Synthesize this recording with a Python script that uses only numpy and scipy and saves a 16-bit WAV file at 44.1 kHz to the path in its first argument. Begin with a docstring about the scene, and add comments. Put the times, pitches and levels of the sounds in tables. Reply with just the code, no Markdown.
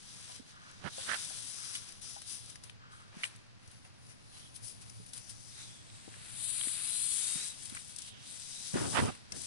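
"""A concrete yard: a straw broom is dragged near a hand-held phone while a dog paws and bites at it.
The broom is noise shaped by the force on its straws, with snaps and gliding bands of noise on top.
Knocks are ringing modes; the dog's huffs and the fingers on the case are shaped, uneven noise.
Far traffic is broad noise and the hum a narrow band of it.
The phone hears through two ports of opposite polarity: a bright one (left) and a shaded one (right)."""
import sys
import numpy as np
from scipy.fft import rfft, irfft, next_fast_len
from scipy.io import wavfile
from scipy.ndimage import map_coordinates

SR = 44100
rng = np.random.default_rng(int(sys.argv[2]) if len(sys.argv) > 2 else 0)


def wav_record(signal):
    """Record a signal, one row per channel, as 16-bit PCM in the file named by sys.argv[1]."""
    frames = np.transpose(np.atleast_2d(signal))
    bounded = np.clip(frames, -1, 1)
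    # unit amplitude maps onto the largest positive 16-bit level
    quanta = np.round(bounded * 32767).astype(np.int16)
    wavfile.write(sys.argv[1], SR, quanta)


N = 417186  # samples, about 9.46 s
TIME = np.arange(N) / SR  # seconds


def amp(db):
    """Turn dB into a plain gain."""
    return 10 ** (np.asarray(db) / 20)


def unit(x):
    """Rms 1 for a signal; for a pair, rms 1 for half of what both ports give."""
    share = .5 if x.ndim > 1 else 1
    return x / np.sqrt(np.mean(x ** 2) * share + 1e-20)


def along(points, hz):
    """Read each value column of a spectrum table on a log frequency axis."""
    point_hz, *columns = np.transpose(points)
    return np.squeeze([np.interp(np.log(hz + 1), np.log(point_hz + 1), c) for c in columns])


def curves(rows, time=TIME):
    """One value per moment for each column after the time."""
    seconds, *columns = np.transpose(rows)
    return np.array([np.interp(time, seconds, c) for c in columns])


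def wobble(rate, size=N):
    """A smooth random curve through random points, rate points a second."""
    points = rng.standard_normal(int(size * rate / SR) + 4)
    return map_coordinates(points, [TIME[:size] * rate])


def filtered(x, response):
    """Multiply the spectrum of x by a response of frequency."""
    size = next_fast_len(N + 8192)
    hz = np.fft.rfftfreq(size, 1 / SR)
    return irfft(rfft(x, size) * response(hz), size)[..., :N]


def coloured(x, points):
    """Shape x with a spectrum table, silent well outside it, then bring it to unit level."""
    lowest_hz, highest_hz = points[0][0] / 2, 2 * points[-1][0]

    def response(hz):
        return amp(along(points, hz)) * (hz > lowest_hz) * (hz < highest_hz)

    return unit(filtered(x, response))


def sides(pan_db):
    """Gains of the two ports for a left-right difference in dB; their total power stays the same."""
    tilt = amp(np.multiply.outer([.5, -.5], pan_db))
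    return tilt / np.cosh(pan_db * np.log(10) / 20) ** .5


def narrow(hz, width):
    """A narrow band of noise round a moving pitch, rms 1; a larger width makes it broader."""
    turns = 2 * np.pi * np.cumsum(hz) / SR
    in_step = wobble(width, size=len(hz)) * np.cos(turns)
    quarter_turn = wobble(width, size=len(hz)) * np.sin(turns)
    return unit(in_step + quarter_turn)


FADE_DB = 20  # what a rise or a fall covers in its time


def touch(full_at, rise, hold, fall, db):
    """Gain of one contact: it rises, holds and falls along straight lines in dB."""
    before = (full_at - TIME) / rise
    after = (TIME - full_at - hold) / fall
    return amp(db - FADE_DB * np.maximum(0, np.maximum(before, after)))


# Tone of the far sound. Each row: frequency in Hz, strength in dB.
YARD_SPECTRUM = [(25, -4.5), (45, -28.5), (70, 0), (110, 1.5), (200, -4.5), (400, -15), (1000, -17),
                 (2500, -26), (5000, -21), (10500, -39)]
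# Loudness of the far sound. Each row: time in seconds, level in dB.
YARD_LEVEL = [(0, -60.5), (1, -60.5), (3, -62), (5.5, -59.5), (8.3, -60), (9.46, -58.5)]
# How alike the ports hear it. Each row: frequency in Hz, likeness from 0 to 1.
PORT_LIKENESS = [(30, 0.57), (100, 1), (400, 0.78), (1000, 0.57), (3000, 0.41), (10000, .1)]
# How far sound differs between the ports. Each row: frequency in Hz, left minus right in dB.
FAR_TILT = [(100, -2), (1000, 2.5), (3500, -3), (6000, 8), (10500, 25)]
# Loudness of the hum. Each row: time in seconds, level in dB.
HUM_LEVEL = [(0, -68.5), (2, -61.5), (4, -60), (5.3, -55.5), (7, -63), (9.46, -74)]


def yard():
    """Far traffic as broad noise, most alike in the ports near 100 Hz, and a wavering low hum."""
    common, *own = rng.standard_normal((3, N))
    shared = filtered(common, lambda hz: along(PORT_LIKENESS, hz) ** .5)
    separate = filtered(np.array(own), lambda hz: (1 - along(PORT_LIKENESS, hz)) ** .5)

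    def far_response(hz):
        return amp(along(YARD_SPECTRUM, hz)) * sides(along(FAR_TILT, hz))

    far = unit(filtered(shared + separate, far_response))
    hum = amp(curves(HUM_LEVEL)[0]) * narrow(np.full(N, 112.), 22)  # round 112 Hz
    far_level_db = curves(YARD_LEVEL)[0] + 0.66 * wobble(4.4)
    return amp(far_level_db) * far + hum


# Fingers bump the case.
# Each row: full at this second, rise, hold and fall in seconds, level in dB, left minus right in dB.
BUMPS = [(0.858, 0.037, .003, 0.025, -40, -30), (1.082, 0.036, 0.026, 0.069, -54, -13),
         (8.741, 0.0064, 0.035, .12, -35, -1), (8.825, 0.048, 0.018, 0.18, -35.5, 1.5),
         (8.943, .015, .003, .07, -42.5, -6), (8.99, 0.03, .003, 0.09, -31.5, -4.5),
         (9.025, .04, 0.0028, 0.06, -31, 0.5), (9.084, 0.09, .012, 0.017, -39, -4),
         (9.341, 0.032, 0.025, 0.13, -49, -1)]
# Tone of a bump. Each row: frequency in Hz, strength in dB.
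THUD_SPECTRUM = [(50, -19), (90, -2), (250, -5), (450, -12), (800, -18.5), (1500, -49)]
# Fingers rub the case. Each row: full at this second, rise, hold and fall in seconds, level in dB,
# left minus right in dB, speed from 0 to 1.
RUBS = [(0.861, 0.043, 0.019, .016, -42, -25, 0.51), (1.088, 0.019, 0.061, .028, -37.5, -26, 0.8),
        (3.13, .015, .025, .03, -61.5, 3, 0.4), (8.742, .007, 0.036, 0.1, -44.5, -1, 0.54),
        (8.828, 0.094, 0.025, 0.085, -48.5, -1, 0.2), (8.956, 0.033, 0.018, 0.036, -34, -27, 0.3),
        (8.986, 0.032, 0.011, 0.028, -32, -16, .65), (9.027, .04, .003, .1, -49.5, -4, 0.2),
        (9.083, 0.047, 0.017, .012, -43, -11, 0.1), (9.345, 0.078, .003, 0.066, -59, 2, 0.7)]
# Tone of a rub. Each row: frequency in Hz, strength of a slow rub in dB, of a fast rub in dB.
RUB_SPECTRA = [(402, -7, -26), (816, -0.5, -18.5), (1270, -1, -8), (1500, -6, 2), (1970, -24.5, 0),
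               (2460, -9.5, -12.5), (3020, -9.5, -10), (5000, -35, -16.5), (8000, -41, -38)]


def grip():
    """Skin sticks and slips on the case: lumpy low thuds and rougher rubs, each leaning to a port."""
    common, *own = rng.standard_normal((3, N))
    lumps = amp(2.3 * wobble(60))
    thud = coloured(lumps * (common + 0.28 * np.array(own)), THUD_SPECTRUM)

    stick_slip = amp(2.0 * wobble(250))
    rub_noise = stick_slip * rng.standard_normal((2, 1, N))
    slow, fast = coloured(rub_noise, RUB_SPECTRA).swapaxes(0, 1)

    # the powers of all bumps add
    bump_power = sum((sides(pan_db)[:, None] * touch(*shape)) ** 2 for *shape, pan_db in BUMPS)
    out = np.sqrt(bump_power) * thud
    for *shape, pan_db, speed in RUBS:
        rub = (1 - speed) * slow + speed * fast  # a faster finger sounds brighter
        out += sides(pan_db)[:, None] * touch(*shape) * rub
    return out


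# The dog breathes out.
# Each row: full at this second, rise, hold and fall in seconds, level in dB.
PANTS = [(0.543, .03, 0.2, .1, -59), (1.57, .04, 0.22, .1, -60), (2.806, 0.022, 0.21, 0.17, -58)]
# Tone of the snout. Each row: frequency in Hz, strength in dB.
SNOUT_SPECTRUM = [(700, -25), (1000, -7), (1150, 2), (1350, 4), (1550, 2), (1900, -5), (2600, -21),
                  (3200, -4), (3700, -24)]


def dog():
    """Soft, uneven breath noise, coloured by a short snout."""
    flutter = amp(2.5 * wobble(40.46))
    air = coloured(flutter * rng.standard_normal(N), SNOUT_SPECTRUM)
    return sides(1.5)[:, None] * sum(touch(*row) for row in PANTS) * air


# Teeth, claws, shoes and the handle knock, and fingers knock the phone case.
# Each row: start in seconds, level in dB, pitch in Hz, time to fade by 60 dB in seconds,
# left minus right in dB.
KNOCKS = [(.295, -48, 983, 0.089, -1), (0.392, -31, 193, 0.04, -15), (.98, -39.5, 650, 0.094, 2.5),
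          (1.304, -47.5, 743, 0.087, 3), (1.751, -36, 2600, 0.069, -4), (1.907, -47, 298, .03, 6),
          (2.162, -44.5, 760, 0.095, 5), (2.164, -48.5, 200, .05, -1), (2.697, -35.5, 2330, 0.0098, 11),
          (3.165, -36, 203, 0.05, 0.5), (3.2345, -20.5, 2130, 0.013, -9), (3.2375, -19, 1900, 0.005, -18),
          (3.2403, -22, 2540, 0.015, 17.5), (3.251, -32, 2430, 0.031, -3), (3.85, -52.5, 694, 0.066, 5),
          (3.85, -52, 2500, 0.028, -7), (4.994, -37.5, 162, 0.064, -8), (5.9, -46, 3030, 0.016, -12),
          (6.077, -32.5, 298, 0.027, 12), (6.14, -41, 1980, .015, 10), (6.164, -45, 490, 0.027, 4),
          (6.612, -26, 2700, 0.0089, -22), (6.635, -31, 2470, 0.012, -21), (6.668, -26.5, 249, 0.023, -12),
          (6.669, -28, 1700, 0.0049, -22), (6.683, -36, 2220, 0.013, -12), (7.355, -29, 191, 0.044, -6.5),
          (7.72, -34, 199, 0.037, -3), (7.768, -34, 1540, 0.017, 2), (7.773, -35, 2200, 0.015, 5),
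          (8.735, -23.5, 250, 0.075, -0.5), (8.753, -24.5, 253, 0.086, 11), (8.765, -34, 298, 0.06, -8),
          (8.797, -38, 330, 0.046, 12), (8.991, -25, 1026, 0.028, 13), (9.023, -36, 443, 0.033, 11),
          (9.321, -41, 2040, 0.039, 2)]
# Modes of a knocked thing, before small random changes.
# Each row: multiple of the knock's pitch, strength in dB.
BODY_MODES = [(.5, -13.5), (0.649, -10), (.8, -2), (.93, -2), (1.08, 3), (1.3, -2.5), (1.6, -7.5),
              (2.05, -9), (2.7, -13.5)]


def knocks():
    """A knock rings the modes round its pitch; the contact eases in over less than two cycles."""
    out = np.zeros((2, N + SR))
    t = np.arange(SR // 8) / SR
    ratio, mode_db = np.transpose(BODY_MODES)[:, :, None]
    for start, db, hz, t60, pan_db in KNOCKS:
        shift, level, phase = rng.standard_normal((3, len(BODY_MODES), 1))
        mode_hz = hz * ratio * np.exp(0.0507 * shift)
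        modes = amp(mode_db + 4.0 * level) * np.sin(2 * np.pi * mode_hz * t + 1.21 * phase)
        ring = unit(modes.sum(axis=0))
        contact = np.sin(np.pi / 2 * np.clip(t * hz / 1.67, 0, 1)) ** 2
        fade = amp(db - 60 * t / t60)
        out[:, round(start * SR):][:, :len(t)] += sides(pan_db)[:, None] * fade * contact * ring
    return out[:, :N]


# Gliding bands of broom noise, coloured by reflections off floor or wall as the broom moves.
# Each row: start in seconds, length in seconds, first pitch in Hz, last pitch in Hz,
# rough width in Hz, top level in dB, share of the length (0 to 1) at which it is loudest.
GLIDES = [(0.906, 0.41, 3560, 3740, 400, -55, 0.27), (1.296, 0.48, 3820, 3850, 501, -64, 0.76),
          (4.27, 0.21, 4180, 4100, 450, -63, .5), (4.323, 0.18, 3300, 3300, 895, -60.5, 0.75),
          (5.497, 0.33, 3720, 3350, 421, -57.5, .3), (5.504, 0.2, 4200, 4000, 596, -57, .6),
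          (6.36, .42, 3650, 4150, 280, -52.5, 0.54), (6.38, .75, 4300, 5100, 297, -56, .4),
          (6.422, .35, 9250, 9150, 700, -45, .4), (6.9, .46, 9400, 8820, 700, -39, .35),
          (6.849, .55, 5600, 6900, 500, -53, .7), (6.7, .75, 3700, 4820, 300, -49, 0.31),
          (7.0, .54, 3470, 3900, 303, -48, 0.77), (7.979, 0.29, 3300, 3200, 1300, -56, .5),
          (8.399, .5, 3950, 3910, 451, -54, .4)]
SWELL_DB = 8.5  # how far under its top level a glide starts and ends
GLIDE_PAN_DB, PAN_DB_PER_KHZ = -14, 8  # left minus right at 4 kHz; higher pitch favours the bright port


def glides():
    """Reflections off floor or wall colour the moving broom: narrow noise bands glide, swell and go."""
    out = np.zeros((2, N))
    for start, length, first_hz, last_hz, width_hz, db, top in GLIDES:
        progress = np.linspace(0, 1, round(length * SR))
        size = len(progress)
        swell_db = db - SWELL_DB * np.interp(progress, [0, top, 1], [1, 0, 1])
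        hz = first_hz + (last_hz - first_hz) * progress
        ports = sides(GLIDE_PAN_DB + PAN_DB_PER_KHZ * (hz / 1000 - 4))
        band = narrow(hz + 60 * wobble(25, size=size), width_hz)  # the pitch wavers
        out[:, round(start * SR):][:, :size] += ports * amp(swell_db) * band
    return out


# Long drags of the broom, one list each. Each row: time in seconds, tip hiss in dB,
# stalk rasp in dB against the hiss, head drag in dB against the hiss.
DRAGS = [
    [(.84, -69.5, 1.5, -16), (1.0, -46.5, -6.5, -10), (1.15, -45.5, -5, -10), (1.4, -47.5, -5.5, -16),
     (1.71, -48.5, -2.5, -13), (1.76, -43, -5, -16), (1.8, -53.5, -1.5, -11.5), (2.0, -63.5, -2, -6)],
    [(6.11, -63.5, -9, -2.5), (6.32, -49.5, -16, -12.5), (6.44, -38, -26, -23.5), (6.59, -35.5, -27.5, -24),
     (6.8, -38, -20.5, -18), (7.03, -34, -22, -26.5), (7.32, -36.5, -14, -19.5), (7.4, -41.5, -8.5, -12.5),
     (7.48, -41.5, -9.5, -19), (7.56, -59.5, -12, -7)],
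    [(8.14, -83.5, 11, 18), (8.27, -53, -7.5, -15), (8.32, -49.5, -11, -17), (8.43, -53, -2, -14),
     (8.77, -48, -2.5, -17), (8.95, -43, -6, -22), (9.06, -47, -8.5, -9), (9.1, -57, -5, 2),
     (9.27, -74.5, -2, -6)],
]
# Short scuffs of the broom. Each row: full at this second, rise, hold and fall in seconds,
# tip hiss in dB, stalk rasp in dB against the hiss, head drag in dB against the hiss.
SCUFFS = [(0.175, 0.53, 0.19, 0.078, -57, -1, -7.5), (0.497, 0.16, 0.0043, .12, -65, 0.5, -2),
          (0.663, 0.16, 0.26, .2, -73, 6, 4.5), (2.028, 0.034, 0.11, 0.18, -52, -0.5, -14),
          (2.288, 0.064, 0.042, 0.17, -46, -4, -17.5), (2.501, 0.11, .01, 0.095, -55, -4.5, -13),
          (2.641, .025, 0.011, 0.086, -58, -9, -5.5), (2.922, 0.029, .005, 0.3, -65, -7.5, -8),
          (3.19, 0.083, 0.052, 0.27, -63, -1.5, 3), (3.243, 0.032, 0.019, 0.038, -46.5, -19, -11),
          (3.706, 0.17, .02, 0.25, -66.5, -3.5, -5), (3.85, 0.032, 0.018, 0.067, -68.5, -1.5, -2),
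          (4.043, 0.18, .05, 0.15, -67.5, -4.5, -20), (4.098, .04, .02, 0.04, -62.5, -1, -3.5),
          (4.38, 0.24, .005, 0.25, -58, -4.5, -9.5), (4.559, 0.029, .005, 0.052, -52.5, -7.5, -32),
          (4.639, 0.035, .05, 0.11, -49.5, -6, -23), (4.821, 0.03, .005, 0.029, -54.5, -5.5, -10),
          (4.86, 0.11, 0.18, 0.078, -62.5, -5.5, -24), (5.09, 0.066, .005, 0.033, -59.5, -5, -13),
          (5.145, 0.035, .05, 0.028, -51.5, -9, -14), (5.217, .06, 0.046, 0.12, -63.5, 3, -13),
          (5.302, .04, 0.0055, 0.09, -51.5, -5, -15), (5.413, 0.35, .21, 0.41, -59, -0.8, -25),
          (5.584, .12, .02, 0.18, -62, 1, 1.5), (5.952, .27, 0.15, .3, -60.5, -8.5, -8),
          (7.655, 0.42, .005, 0.19, -49.5, -6.5, -15.5), (7.758, 0.13, .005, 0.062, -51, -8, -5.5),
          (7.79, .1, 0.12, 0.099, -54.5, -6.5, -16), (7.984, 0.26, 0.098, 0.059, -54.5, -7, -13.5),
          (9.365, 0.068, 0.11, .1, -50, -3.5, -16)]
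# The broom barely touching, one row: hiss, rasp and drag in dB.
REST_DB = [-89, -89, -70.5]


def pressure():
    """Gains of hiss, rasp and drag: the powers of all contacts add."""
    power = np.zeros((3, N)) + amp(REST_DB)[:, None] ** 2
    for rows in DRAGS:
        hiss_db, stalk_db, head_db = curves(rows)
        during = (TIME > rows[0][0]) * (TIME < rows[-1][0])
        power += amp([hiss_db, hiss_db + stalk_db, hiss_db + head_db]) ** 2 * during
    for *shape, stalk_db, head_db in SCUFFS:
        power += (amp([[0], [stalk_db], [head_db]]) * touch(*shape)) ** 2
    return np.sqrt(power)


# Snaps of straw and claws. Each row: start in seconds, level in dB before SNAP_TRIM_DB,
# stalk in dB against that level, head in dB against that level.
SNAPS = [(0.314, -35.5, -6, -13), (.7108, -47, -1, -13), (1.7509, -25.5, -23, -27), (1.8876, -37, -14, -21),
         (1.921, -39.5, 0, -14), (2.0158, -37, -19, -24), (2.2166, -33, -7, -10.5),
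         (2.4583, -38.5, -1, -28), (2.499, -36.5, -3, -26), (2.5555, -42.5, 1.5, -0.5),
         (2.6364, -37, -3.5, -18), (2.696, -49, 1.5, -2), (3.3598, -43, -13, -24), (3.675, -46, -3, -15),
         (3.714, -43.5, -14, -19), (4.065, -46, -6, -19), (4.5595, -36, -19, -36), (4.6794, -39, -14, -33),
         (4.8155, -43, -14, -21), (4.8963, -39, 0, -11), (5.062, -40, -11, -12),
         (5.1334, -28.5, -14.5, -26), (5.1664, -42, -21, -23), (5.1767, -31, -17, -29),
         (5.295, -33, -4.5, -41), (7.6547, -28, -18, -30), (7.6964, -30, -18, -22),
         (7.748, -29.5, -15, -10), (7.846, -34, -20, -26), (7.9606, -29, -9, -28), (7.985, -26, -10, -31),
         (8.0187, -29.5, -6.5, -25), (9.1508, -38.5, -14, -5), (9.3204, -38.5, 9, -14),
         (9.416, -30, -19, -30)]
SNAP_TRIM_DB, SNAP_SHADED_DB = -7.0, -14  # for the whole snap; for its extra part in the shaded port
SNAP_T60_S, SNAP_RISE_S = 0.031, .0011
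# Tones of the straw tips, the stalks, the shaded port's extra part and the broom head.
# Each row: frequency in Hz, strength in the left port in dB, in the right port in dB.
TIP_SPECTRUM = [(4350, -22, -35.5), (5360, -51, -22.5), (6700, -11, -19.5), (7620, -3, -24), (9260, 8, -35),
                (10300, -2.5, -35), (10890, -2.5, -34)]
STALK_SPECTRUM = [(3660, -31, -25.5), (4920, 3, -23.5), (5970, 2, -10), (6230, 2, -23), (7180, -6.5, -23),
                  (8100, -8, -28)]
SHADED_SPECTRUM = [(2060, -47, -44.5), (3080, -12.5, 2.5), (3760, -7, 5.5), (4600, -6.5, 2),
                   (5900, -40, -15.5)]
HEAD_SPECTRUM = [(298, -5, -5), (684, -9.5, -6), (1590, 2.5, -0.5), (2750, -0.5, 0), (3440, -18, -19.5)]
# How bright the tip hiss is as the straws bend. Each row: time in seconds, guide frequency in Hz.
BRIGHTEST = [(0, 9500), (1.1, 9450), (2.5, 10360), (3, 9400), (4.5, 10500), (5.3, 9650), (5.9, 8400),
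             (6.35, 9650), (6.9, 9830), (7.2, 9300), (7.45, 9000), (7.7, 9400), (8.4, 8960), (9.46, 9170)]
# The phone and broom turn.
# Each row: time in seconds, level of the shaded part in dB while the hiss is at -60 dB.
SHADED_LEVEL = [(0, -64.5), (1.1, -61), (1.5, -65), (2.4, -65), (2.9, -67.5), (3.25, -65), (4.0, -71),
                (4.4, -69.5), (4.6, -70.5), (5.4, -70.5), (5.62, -69), (5.9, -66), (6.5, -67), (7.4, -65.5),
                (7.9, -67), (8.15, -61), (8.4, -66), (9.1, -63), (9.46, -64.5)]
SHADED_GROWS = 0.54  # dB in the shaded part for each dB of hiss
# The phone turns. Each row: time in seconds, delay of the left port in seconds.
LEFT_LAG = [(0, -.0004), (3.7, -.0004), (4.2, .0001), (6, .00017), (9.46, .00016)]


def broom():
    """Straws catch on the grit and let go, as clumpy noise; both ports hear partly the same slips."""
    hiss, stalk, head = pressure()
    shaded = amp(curves(SHADED_LEVEL)[0]) * (hiss * 1000) ** SHADED_GROWS
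    force = np.array([hiss, stalk, shaded, head])

    t = np.arange(SR // 8) / SR
    rise = 1 - np.exp(-t / SNAP_RISE_S)
    for start, db, stalk_db, head_db in SNAPS:
        at = round(start * SR)
        part_db = np.array([[0], [stalk_db], [SNAP_SHADED_DB], [head_db]])
        burst = amp(db + SNAP_TRIM_DB + part_db - 60 * t / SNAP_T60_S) * rise
        force[:, at:at + len(t)] = np.hypot(force[:, at:at + len(t)], burst[:, :N - at])

    # uneven grit: slips come in clumps
    catch = amp(1.03 * wobble(900) + 0.56 * wobble(120) + 0.51 * wobble(30))
    common, *own = rng.standard_normal((3, N))
    share = .36  # of the power is the same in both ports
    slips = catch * (share ** .5 * common + (1 - share) ** .5 * np.array(own))
    left_position = np.arange(N) - curves(LEFT_LAG)[0] * SR
    slips[0] = map_coordinates(slips[0], [left_position], order=1)

    # the tip hiss moves between a lower and a higher copy of its spectrum
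    dull = coloured(slips, np.multiply(TIP_SPECTRUM, [.92, 1, 1]))
    keen = coloured(slips, np.multiply(TIP_SPECTRUM, [1.07, 1, 1]))
    mix = np.clip((curves(BRIGHTEST)[0] - 8400) / 1700, 0, 1)
    layers = [(1 - mix) * dull + mix * keen]
    layers += [coloured(slips, s) for s in (STALK_SPECTRUM, SHADED_SPECTRUM, HEAD_SPECTRUM)]
    return sum(f * amp(0.7 * wobble(14)) * layer for f, layer in zip(force, layers))


def scene():
    """Everything heard in the yard, added up."""
    return yard() + grip() + dog() + knocks() + glides() + broom()


TOP_HZ = 10600  # band limit


def record(dry):
    """The right port is inverted and a little turned in phase; nothing is kept above the band limit."""
    turn = np.array([[1], [-np.exp(-1j * 0.79)]])  # 0.79 radians
    return filtered(dry, lambda hz: turn * (hz < TOP_HZ))


dry = scene()
out = record(dry)
wav_record(out)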